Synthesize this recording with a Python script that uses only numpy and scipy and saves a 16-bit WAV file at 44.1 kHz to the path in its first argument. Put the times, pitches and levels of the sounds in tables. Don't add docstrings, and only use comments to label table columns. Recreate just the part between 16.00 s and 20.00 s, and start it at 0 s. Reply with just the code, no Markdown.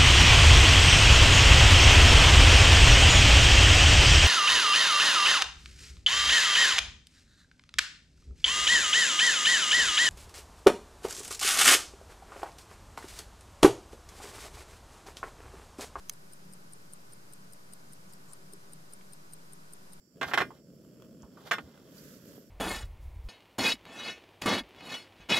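import sys
import numpy as np
from scipy import signal
from scipy.fft import rfft, irfft
from scipy.io import wavfile

SR = 44100
rng = np.random.default_rng(int(sys.argv[2]) if len(sys.argv) > 2 else 0)


def wav_out(sig):
    wavfile.write(sys.argv[1], SR, np.round(np.clip(np.atleast_2d(sig).T, -1, 1) * 32767).astype(np.int16))


N = 176400

# (frequency [Hz], density [dB per Hz])
HISS_MID = [(20, -92), (45, -98), (75, -100.5), (105, -89.5), (220, -88), (300, -90.5), (380, -90),
            (470, -94), (590, -93.5), (700, -97.5), (1250, -99), (1700, -102.5), (2400, -105), (3500, -107),
            (4050, -104.5), (4350, -105.5), (4950, -101), (5500, -104), (7000, -105), (9500, -106),
            (12500, -108.5), (15200, -111), (15900, -135)]
# (frequency [Hz], density [dB per Hz])
HISS_SIDE = [(20, -101), (55, -107), (100, -100), (180, -95.5), (450, -95), (750, -92.5), (1100, -91),
             (1450, -93.5), (2100, -100.5), (3500, -106), (4050, -104), (4350, -105), (4900, -102),
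             (5700, -105.5), (9000, -109), (12500, -112), (15200, -114), (15900, -138)]
# (frequency [Hz], half width [Hz], rms level [dB])
HUM_BANDS = [(121.2, 1.3, -73.5), (145.6, 6.9, -69.5), (158.2, 3.7, -66.5), (177, 3.7, -72.5),
             (189.1, 6.9, -65), (390.2, 2.5, -77.5), (583, 17, -82.5), (973, 3.8, -84), (1480, 58, -78)]
# (time [s], frequency [Hz], half width [Hz], half length [s], rms at the crest [dB])
STIRRINGS = [(2.31, 1150, 180, .04, -65.5), (2.31, 7700, 1300, .035, -63.5), (2.1, 6900, 1900, 0.02, -67),
             (3.012, 2700, 1800, 0.0023, -58)]
# (time [s], level [dB])
SNAP_CONTACTS = [(0.088, -60), (0.094, -58.5), (0.0957, -34.5), (0.0986, -49)]
# (frequency [Hz], left level [dB], right level [dB], t60 [s])
BUTTON_MODES = [(1184, -15.5, -12, 0.016), (1810, -24.5, -21, 0.017), (2200, -23, -12, 0.021),
                (2595, -15, -8, 0.012), (3260, -11, -9.5, 0.014), (4060, -14, -9, 0.019),
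                (4593, -17, -14, 0.02), (5130, -8, -8, 0.0095), (5835, -5, -14, 0.009),
                (6190, 5, 5, 0.0069), (6830, -4, -16, 0.007), (7490, -9, -15, 0.01),
                (8360, -12, -14, 0.0062), (9800, -17, -11, .005), (10640, -5, 2, 0.0045),
                (11000, 3.5, -8, 0.0043), (12500, -5, -12, .004), (13200, -8, -3, 0.0049),
                (14150, -6, 1, 0.0037), (15250, -7, -4, 0.0037)]
# (frequency [Hz], level [dB], t60 [s], polarity [+1 or -1])
STEEL_MODES = [(8380, -19, .014, 1), (8650, -16, .016, 1), (8965, 0, .014, 1), (9170, -3.5, .008, -1),
               (9580, -8.5, .009, 1), (10130, -15, .008, -1)]
# (frequency [Hz], level [dB], t60 [s], polarity [+1 or -1])
CASE_MODES = [(3990, -10.5, .011, 1), (4950, -7.5, .009, -1), (5230, -8, .009, 1), (7750, -11, .010, -1),
              (11300, -6, .008, 1), (12050, -8, .006, 1), (12540, 0, .010, -1), (12900, -7, .008, -1),
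              (14100, -11, .006, 1)]
# (ping level [dB], case level [dB])
DROP_LEVELS = [(-58.5, -61.5), (-52.5, -61), (-51.5, -61), (-49.5, -64), (-46.5, -60.5), (-53, -63),
               (-50.5, -60), (-52.5, -58.5), (-49, -58.5), (-53.5, -62), (-58.5, -57), (-47.5, -60.5),
               (-48.5, -58), (-50.5, -60), (-47.5, -61.5), (-51, -59), (-46.5, -56.5), (-51, -61.5),
               (-48.5, -59), (-53, -61)]
# (frequency [Hz], level [dB], t60 [s])
KNOCK_MODES = [(315, 0, 0.069), (398, 4, 0.077)]

HIT_SAMPLES, LEVEL_SAMPLES = 1764, 441
FIRST_BEAT_S, BEAT_S, TOCK_EARLY_S = .1347, .19997, .0013
UNLOCK_LEAD_S, SLIDE_LEAD_S = .0096, .0035
TICK_PAN_DB = 1.14


def from_db(db):
    return 10 ** (np.asarray(db) / 20)


def add(out, start_s, sound):
    i = int(start_s * SR)
    out[:, i:i + sound.shape[1]] += sound


def hiss(spectrum):
    hz, db = np.transpose(spectrum)
    f = np.maximum(np.arange(N // 2 + 1) * SR / N, 1)
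    density = from_db(np.interp(np.log(f), np.log(hz), db))
    return irfft(rfft(rng.standard_normal(N)) * density, N) * np.sqrt(SR / 2)


def narrow_noise(hz, half_width_hz):
    f = np.arange(N // 2 + 1) * SR / N
    band = irfft(rfft(rng.standard_normal(N)) / (1 + ((f - hz) / half_width_hz) ** 2), N)
    return band / band.std()


def room_tone():
    t = np.arange(N) / SR
    air = hiss(HISS_MID) + hiss(HISS_SIDE) * np.array([[1], [-1]])
    hum = sum(from_db(db) * narrow_noise(hz, width) for hz, width, db in HUM_BANDS)
    stirrings = sum(from_db(db) * np.exp(-((t - s) / length) ** 2) * narrow_noise(hz, width)
                    for s, hz, width, length, db in STIRRINGS)
    return air + hum + stirrings


def unit_hit(sound):
    return sound / np.sqrt(np.sum(sound ** 2) / 2 / LEVEL_SAMPLES)


def rebounds(t60, per_second=6000):
    t = np.arange(HIT_SAMPLES) / SR
    impacts = rng.random(HIT_SAMPLES) < per_second / SR
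    return impacts * rng.standard_normal(HIT_SAMPLES) * from_db(-60 * t / t60)


def ring(push, hz, t60, band_hz=900):
    w = 2 * np.pi * hz / SR
    r = np.exp(-np.pi * band_hz / SR)
    drive = signal.lfilter([1, 0, -1], [1, -2 * r * np.cos(w), r * r], push + 1e-18) * (1 - r * r) / 2
    decay = from_db(-60 / (t60 * SR))
    return signal.lfilter([0, np.sin(w)], [1, -2 * decay * np.cos(w), decay * decay], drive + 1e-18)


def crack(push, low_cut_hz):
    low_cut = signal.butter(2, low_cut_hz, "high", fs=SR, output="sos")
    return unit_hit(signal.sosfilt(low_cut, push + 1e-18))


def button():
    out = np.zeros((2, N))
    for s, db in SNAP_CONTACTS:
        rattle = .25 * np.array([rebounds(t60=.007), rebounds(t60=.007)])
        push = rattle + signal.unit_impulse(HIT_SAMPLES)
        body = sum((-1) ** k * from_db([[left], [right]]) * ring(push, hz, t60)
                   for k, (hz, left, right, t60) in enumerate(BUTTON_MODES))
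        edge = from_db(-9) * crack(rattle, low_cut_hz=5000)
        add(out, s, from_db(db) * (unit_hit(body) + edge))
    return out


def chatter(stereo_width, t60=.021):
    return .42 * (rebounds(t60) + stereo_width * rebounds(t60) * np.array([[1], [-1]]))


def struck(push, modes, spread_db=2.5):
    return unit_hit(sum(polarity * from_db(db + spread_db * rng.standard_normal()) * ring(push, hz, t60)
                        for hz, db, t60, polarity in modes))


def contact(ping_db, case_db, firmness):
    impact = firmness * signal.unit_impulse(HIT_SAMPLES)
    ping = struck(impact + chatter(stereo_width=.15), STEEL_MODES)
    shake = .4 * impact + chatter(stereo_width=.55)
    case = struck(shake, CASE_MODES) + from_db(-7) * crack(shake, low_cut_hz=6500)
    return from_db(ping_db) * ping + from_db(case_db) * case


def escapement():
    out = np.zeros((2, N + SR))
    for k, (ping_db, case_db) in enumerate(DROP_LEVELS):
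        drop_s = FIRST_BEAT_S + k * BEAT_S - k % 2 * TOCK_EARLY_S
        add(out, drop_s - UNLOCK_LEAD_S, contact(ping_db=-59, case_db=-68.5, firmness=2.0))
        add(out, drop_s - SLIDE_LEAD_S, contact(ping_db=-66.5, case_db=-71, firmness=0))
        add(out, drop_s, contact(ping_db, case_db, firmness=2.4))
    return out[:, :N] * from_db([[TICK_PAN_DB], [-TICK_PAN_DB]])


def with_room_tail(ticks, wet_db=-16, t60=.057):
    t = np.arange(SR // 2) / SR
    tail = rng.standard_normal((2, len(t))) * from_db(-60 * t / t60)
    tail /= np.sqrt(np.sum(tail ** 2) / 2)
    return ticks + from_db(wet_db) * signal.fftconvolve(ticks, tail, axes=1)[:, :N]


def knock(start_s=2.531, gain_db=-47, attack_s=.0047):
    t = np.maximum(np.arange(N) / SR - start_s, 0)
    body = sum(from_db(db - 60 * t / t60) * np.sin(2 * np.pi * hz * t) for hz, db, t60 in KNOCK_MODES)
    return from_db(gain_db) * (1 - np.exp(-t / attack_s)) * body


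def scene():
    return button() + with_room_tail(escapement()) + knock() + room_tone()


def record(dry, mic_top_hz=14700, cutoff_hz=15800, dc_offset=-.003):
    microphone = signal.butter(4, mic_top_hz, fs=SR, output="sos")
    high_cut = signal.ellip(10, .1, 70, cutoff_hz, fs=SR, output="sos")
    return signal.sosfilt(high_cut, signal.sosfilt(microphone, dry)) + dc_offset


dry = scene()
out = record(dry)
wav_out(out)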